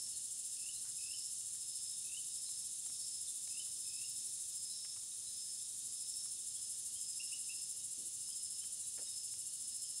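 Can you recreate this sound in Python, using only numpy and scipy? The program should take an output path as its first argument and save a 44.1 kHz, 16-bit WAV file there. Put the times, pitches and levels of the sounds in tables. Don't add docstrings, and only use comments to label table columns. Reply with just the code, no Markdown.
import sys
import numpy as np
from scipy import signal
from scipy.fft import rfft, irfft
from scipy.io import wavfile

SR = 44100
rng = np.random.default_rng(int(sys.argv[2]) if len(sys.argv) > 2 else 0)


def master_out(mix):
    frames = np.transpose(np.atleast_2d(mix))
    ceiling = np.clip(frames, -1, 1)
    pcm = np.round(ceiling * 32767).astype(np.int16)
    wavfile.write(sys.argv[1], SR, pcm)


N = 441000


def gain_of(db):
    return 10 ** (np.asarray(db) / 20)


def evened(x):
    return x / np.sqrt(np.mean(x ** 2) + 1e-20)


def columns(rows, t):
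    s, *values = np.transpose(rows)
    return [np.interp(t, s, v) for v in values]


def add(mix, s, sound):
    part = mix[round(s * SR):][:len(sound)]
    part += sound[:len(part)]


def ramped(since_start, until_end, rise_s, fall_s):
    return np.clip(np.minimum(since_start / rise_s, until_end / fall_s), 0, 1)


def coloured(x, body):
    hz, db = np.transpose(body)
    bins = np.fft.rfftfreq(len(x), 1 / SR) + 1
    weight_db = np.interp(np.log(bins), np.log(hz), db, -90, -90)
    return evened(irfft(rfft(x) * gain_of(weight_db), len(x)))


def drift(cutoff_hz):
    step = 50
    lowpass = signal.butter(2, cutoff_hz, fs=SR / step, output="sos")
    coarse = signal.sosfilt(lowpass, rng.standard_normal(N // step + 500))[499:]
    return evened(np.interp(np.arange(N) / step, np.arange(len(coarse)), coarse))


def trees(x, t60, wet_db):
    t = np.arange(SR // 2) / SR
    sparse = rng.standard_normal(len(t)) * (rng.random(len(t)) < .05)
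    echoes = sparse * gain_of(-60 * t / t60) * (t > .004)
    return x + gain_of(wet_db) * signal.oaconvolve(x, echoes / np.linalg.norm(echoes))[:N]


def near_cicada():
    # time in seconds, lead over the steady beat in throbs.
    throb_leads = [(0.0, -0.44), (0.7, -0.2), (1.5, 0.12), (2.3, 0.26), (2.6, 0.026), (2.9, 0.37),
                   (4.1, 0.72), (4.3, 0.39), (4.75, 0.36), (5.3, 0.49), (5.8, -0.1), (6.4, -0.46),
                   (7.5, -1.02), (8.3, -0.97), (8.6, -1.01), (8.9, -0.9), (9.5, -0.88), (10.0, -0.66)]
    # start in seconds, end in seconds, relative level in dB.
    songs = [(-1.5, 4.76, -46), (5, 11, -45.5)]
    # frequency in Hz, relative spectral density in dB per Hz.
    near_body = [(6000, -31), (6900, -11.5), (7450, -4.5), (7950, -6.5), (9200, -7.5), (9800, 2),
                 (10500, -15), (11000, -10), (11800, -22), (13500, -29.5), (15700, -32)]
    throbs_per_s = 13.5
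    t = np.arange(N) / SR
    lead, = columns(throb_leads, t)
    level = sum(gain_of(db) * ramped(t - s, end - t, rise_s=0.88, fall_s=0.05) for s, end, db in songs)
    place = (throbs_per_s * t + lead + 0.24) % 1
    onset = np.clip(place / 0.02, 0, 1)
    build = 0.7 + 0.25 * np.clip(place / 0.16, 0, 1)
    gate = onset * build * np.clip((.5 - place) / 0.14, 0, 1)
    clicks = rng.standard_normal(N) * (rng.random(N) < .3)
    ring_hz = 7620 - 700 * place
    ring = drift(cutoff_hz=110) * np.sin(2 * np.pi * np.cumsum(ring_hz) / SR)
    buzz = coloured(clicks, near_body) + gain_of(-7.5) * ring
    song = buzz * gate * level * gain_of(.5 * drift(cutoff_hz=9.6))
    return trees(song, t60=0.097, wet_db=-11.0)


def far_cicadas():
    # time in seconds, level in dB.
    far_levels = [(0, -46.5), (4.4, -46), (4.85, -47), (5.7, -46.5), (10, -47.5)]
    # frequency in Hz, relative spectral density in dB per Hz.
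    far_body = [(2300, -31.5), (2800, -23.5), (3200, -18.5), (4800, -12.5), (5560, -12.5), (5780, -12.5),
                (6200, -5), (6600, -5.5), (7400, -1), (7850, -4.5), (9200, 1), (10600, -4), (11600, -20),
                (13200, -25.5), (15700, -31)]
    level_db, = columns(far_levels, np.arange(N) / SR)
    return coloured(rng.standard_normal(N), far_body) * gain_of(level_db + 0.4 * drift(cutoff_hz=29))


def crickets(singers, level_db, waver_hz, swell_db, wet_db, middle_hz=0):
    out = np.zeros(N)
    for hz, strokes_per_s, db in singers:
        pace = strokes_per_s * (1 + .05 * drift(cutoff_hz=3.05))
        place = (np.cumsum(pace) / SR + rng.random()) % 1
        pitch = middle_hz + hz + waver_hz * drift(cutoff_hz=12) - 120 * (place - .3)
        stroke = np.sin(np.pi * np.clip(place / 0.65, 0, 1)) * gain_of(db + swell_db * drift(cutoff_hz=7.7))
        tone = stroke * np.sin(2 * np.pi * np.cumsum(pitch) / SR) * gain_of(level_db - 4.5)
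        out += trees(tone, t60=0.13, wet_db=wet_db)
    return out * np.sqrt(8 / len(singers))


def low_phrases(t):
    # start in seconds, length in seconds, relative level in dB, first middle pitch in Hz.
    rising = [(-.35, 0.56, -52, 5170), (0.34, 0.6, -58, 5180), (0.832, 0.64, -52, 5170),
              (1.54, 0.58, -53, 5185), (2.19, 0.55, -53, 5200), (2.879, 0.44, -52, 5130),
              (3.4, 0.34, -54, 5140), (3.662, .74, -52.5, 5180), (4.47, 0.56, -51, 5143),
              (5.22, 0.5, -52.5, 5160), (5.799, 0.61, -53, 5190), (6.369, 0.53, -55, 5180),
              (6.901, 0.57, -52.5, 5120), (7.375, 0.46, -53, 5210), (8.15, 0.57, -53.5, 5150),
              (8.901, .62, -54, 5170), (9.5, 0.66, -53.5, 5160)]
    climb_hz_per_s, fullness = 250, .8
    between_db, between_hz = -61, 5284
    power = gain_of(2 * between_db) * np.ones(N)
    weighted_hz = power * between_hz
    for s, length, db, hz in rising:
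        half_sine = abs(np.sin(np.pi * np.clip((t - s) / length, 0, 1)))
        arch = gain_of(2 * db) * half_sine ** (2 * fullness)
        power = power + arch
        weighted_hz = weighted_hz + arch * (hz + climb_hz_per_s * (t - s))
    return 10 * np.log10(power), weighted_hz / power


def cricket_field():
    # wing pitch from the group's middle in Hz, strokes a second, relative level in dB.
    low_group = [(-230, 50, -2.5), (-120, 53, -2.5), (-40, 55, 1), (5, 57, 1), (50, 59, 1.5), (110, 62, -4)]
    # wing pitch in Hz, strokes a second, relative level in dB.
    high_singer, deep_singer = [(5440, 57, 0)], [(2882, 48, 0)]
    middle_singers = [(3570, 42, -2.5), (3720, 50, -2), (3803, 44, 0)]
    # start in seconds, length in seconds, relative level in dB.
    high_phrases = [(-.1, 0.18, -54), (1.07, .24, -58), (2.87, .24, -54.5), (4.694, 0.27, -55.5),
                    (6.049, 0.28, -57), (7.155, 0.22, -55)]
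    # time in seconds, deep singer's and middle singers' relative levels in dB.
    far_crickets = [(0, -77.5, -72.5), (1.1, -74, -71), (1.9, -79.5, -68), (4.3, -85, -68.5),
                    (6, -91, -68.5), (6.6, -77.5, -71), (8, -75, -73), (10, -74, -74)]
    t = np.arange(N) / SR
    low_db, low_hz = low_phrases(t)
    deep_db, middle_db = columns(far_crickets, t)
    high_level = sum(gain_of(db) * ramped(t - s, s + length - t, rise_s=0.047, fall_s=0.036)
                     for s, length, db in high_phrases)
    high_db = 20 * np.log10(high_level + 1e-9)
    low = crickets(low_group, low_db, waver_hz=30.16, swell_db=1.0, wet_db=-3.0, middle_hz=low_hz)
    high = crickets(high_singer, high_db, waver_hz=30, swell_db=2.0, wet_db=-3.5)
    deep = crickets(deep_singer, deep_db, waver_hz=25.05, swell_db=1.5, wet_db=4)
    middle = crickets(middle_singers, middle_db, waver_hz=25.0, swell_db=2.5, wet_db=1.5)
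    return low + high + deep + middle


def air():
    # frequency in Hz, relative spectral density in dB per Hz.
    air_body = [(40, -27), (58, -5.5), (95, 0), (300, -9.5), (800, -17), (1600, -19.5), (1780, -14.5),
                (2000, -19), (2400, -18.5), (3100, -36)]
    # frequency in Hz, middle rms level in dB.
    steady_tones = [(119.6, -83.5), (239.3, -89.5), (299.9, -89.5), (539.7, -97.5), (1210.8, -92.5),
                    (2620, -86.5)]
    air_db = -73.5
    t = np.arange(N) / SR
    tones = np.zeros(N)
    for hz, db in steady_tones:
        level = gain_of(db + 1.85 * drift(cutoff_hz=3.5)) * np.sqrt(2)
        tones += level * np.sin(2 * np.pi * (hz * t + rng.random()))
    return gain_of(air_db + .5 * drift(cutoff_hz=8.7)) * coloured(rng.standard_normal(N), air_body) + tones


def note(db, hz, length, rise_hz, burr=0, bend=0.25, droop=0.11):
    u = np.arange(round(length * SR)) / (length * SR)
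    shake = np.sin(2 * np.pi * 85 * length * u)
    pitch = hz - rise_hz * (np.exp(-u / bend) + droop * u ** 4) + 120 * burr * shake
    swell = np.sin(np.pi * u ** 0.78) ** 0.61
    return gain_of(db) * (1 + burr * shake) * swell * np.sin(2 * np.pi * np.cumsum(pitch) / SR)


def birds():
    # first and last note in seconds, first and last level in dB, last note's pitch in Hz.
    trills = [(0.572, 0.689, -68, -48.5, 2986), (0.987, 1.137, -59, -50, 3070),
              (2.049, 2.17, -62, -47.5, 3050), (3.5054, 3.5966, -63, -48, 3070),
              (3.856, 4.0396, -64.5, -53.5, 2860)]
    # start in seconds, peak in dB, pitch aimed at in Hz, length in seconds, rise in Hz.
    whistles = [(7.197, -47, 2940, 0.023, 377), (7.321, -47.5, 3137, 0.033, 650),
                (7.489, -50.5, 2900, 0.045, 400)]
    # start in seconds, level in dB, pitch aimed at in Hz, length in seconds, rise in Hz.
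    chips = [(0.134, -59, 4260, 0.034, 2), (.177, -60, 3780, 0.016, 0), (0.728, -61, 3810, 0.033, 48),
             (0.745, -58, 4110, 0.052, 147), (2.459, -57, 4060, 0.036, 103), (2.985, -61, 4390, 0.054, 4),
             (3.268, -60, 3940, 0.022, -100), (3.273, -57, 3540, 0.02, 0), (4.7, -56, 4020, 0.042, 96),
             (5.115, -62, 3780, 0.027, -4), (5.263, -56.5, 3960, 0.03, 102), (6.556, -61, 3320, 0.025, 100),
             (6.947, -60.5, 3170, 0.046, 262), (7.808, -64, 3730, 0.031, 0), (8.299, -63, 3180, 0.031, 200),
             (8.615, -59.5, 3100, 0.034, 194), (8.825, -62, 3890, 0.035, -4),
             (9.056, -61, 3740, 0.049, -54), (9.5, -66, 4290, 0.057, 67), (9.769, -66, 4170, 0.038, 0.5),
             (9.834, -64, 3130, 0.037, 206)]
    note_gap_s, hurry_s = .0238, 0.00203
    low_hz, lift = 2566, 0.53
    near, far = np.zeros(N), np.zeros(N)
    for first, last, first_db, last_db, last_hz in trills:
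        gaps = round((last - first) / note_gap_s)
        for back in range(gaps + 1):
            hz = low_hz + (last_hz - low_hz) * lift ** back
            db = last_db - (last_db - first_db) * back / gaps
            top = np.clip((hz - 2700) / 250, 0, 1)
            s = last - (last - first) * back / gaps - hurry_s * (0 < back < gaps)
            add(near, s - .002, note(db, hz, 0.0098 + 0.0047 * top, 40 + 250 * top))
    for s, *shape in whistles:
        add(near, s, note(*shape, bend=0.465, droop=0.37))
    for s, *shape in chips:
        add(far, s, note(*shape, burr=0.73))
    return trees(near, t60=0.48, wet_db=-5.5) + trees(far, t60=0.32, wet_db=-0.6)


def ticks():
    # start in seconds, relative level in dB, ring in Hz, 60 dB decay in seconds.
    snaps = [(1.55, -63, 1500, .03), (2.491, -59, 3020, .014), (2.863, -55, 3000, 0.016),
             (2.898, -61, 1570, .04), (3.475, -57.5, 2600, 0.025), (3.67, -63, 1500, .02),
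             (4.847, -56.5, 2220, 0.057), (4.964, -60, 2200, .02), (4.969, -61.5, 1200, 0.05),
             (5.032, -63, 1500, .02), (5.929, -66, 1890, 0.027), (6.259, -63, 1500, 0.032),
             (8.286, -62.5, 1200, 0.034), (8.638, -61.5, 2190, 0.054), (8.979, -58.5, 1710, 0.14),
             (8.993, -53, 520, 0.059), (9.07, -67, 2160, 0.095), (9.339, -59, 3030, .016)]
    # start in seconds, relative level in dB, middle frequency in Hz,
    # length in seconds.
    thumps = [(0.845, -68.5, 1510, .075), (7.977, -65.5, 330, 0.11), (8.978, -59.5, 486, 0.069)]
    out, t = np.zeros(N), np.arange(SR // 5) / SR
    for s, db, hz, t60 in snaps:
        crackle = rng.standard_normal(len(t)) + 6 * (t == 0)
        ring = signal.lfilter(*signal.iirpeak(hz, 1.8, SR), crackle)
        wide = signal.lfilter(*signal.butter(1, [450, 4800], "band", fs=SR), crackle)
        decay = gain_of(db - 7.0 - 60 * t / max(t60, .005))
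        add(out, s, decay * (evened(ring) + hz / 1500 * evened(wide)))
    for s, db, hz, length in thumps:
        band = signal.butter(2, [0.57 * hz, 1.32 * hz], "band", fs=SR)
        lump = evened(signal.lfilter(*band, rng.standard_normal(len(t))))
        add(out, s, gain_of(db - 11 * t / length) * lump * ramped(t, length - t, rise_s=0.0039, fall_s=0.013))
    return out


def katydid():
    # time in seconds, level in dB, ticks a second.
    ticking = [(3.1, -97, 39), (3.3, -79, 48), (4.02, -74, 39), (4.07, -72, 20), (4.4, -71, 19.7),
               (4.75, -76, 20), (5.08, -74, 20), (5.1, -73, 15), (5.6, -76, 16), (5.75, -95, 16)]
    # frequency in Hz, relative spectral density in dB per Hz.
    wing_body = [(11500, -36), (12400, -6), (13000, -5), (14200, -2), (15700, -7)]
    tick_falls_s = 4.9
    level_db, ticks_per_s = columns(ticking, np.arange(N) / SR)
    turns = np.cumsum(ticks_per_s) / SR
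    place = (turns - turns[round(tick_falls_s * SR)]) % 1
    age = place / ticks_per_s / 0.0032
    scrape = age * np.exp(-age) * gain_of(1.5 * drift(cutoff_hz=15))
    return coloured(rng.standard_normal(N), wing_body) * evened(scrape) * gain_of(level_db)


def scene():
    insects = near_cicada() + far_cicadas() + cricket_field() + katydid()
    return np.tile(insects + air() + birds() + ticks(), (2, 1))


def record(dry):
    edge_hz = 15780
    edge = signal.firwin(1023, edge_hz, window=("kaiser", 9), fs=SR)
    return signal.oaconvolve(dry, edge[None], "same")


dry = scene()
out = record(dry)
master_out(out)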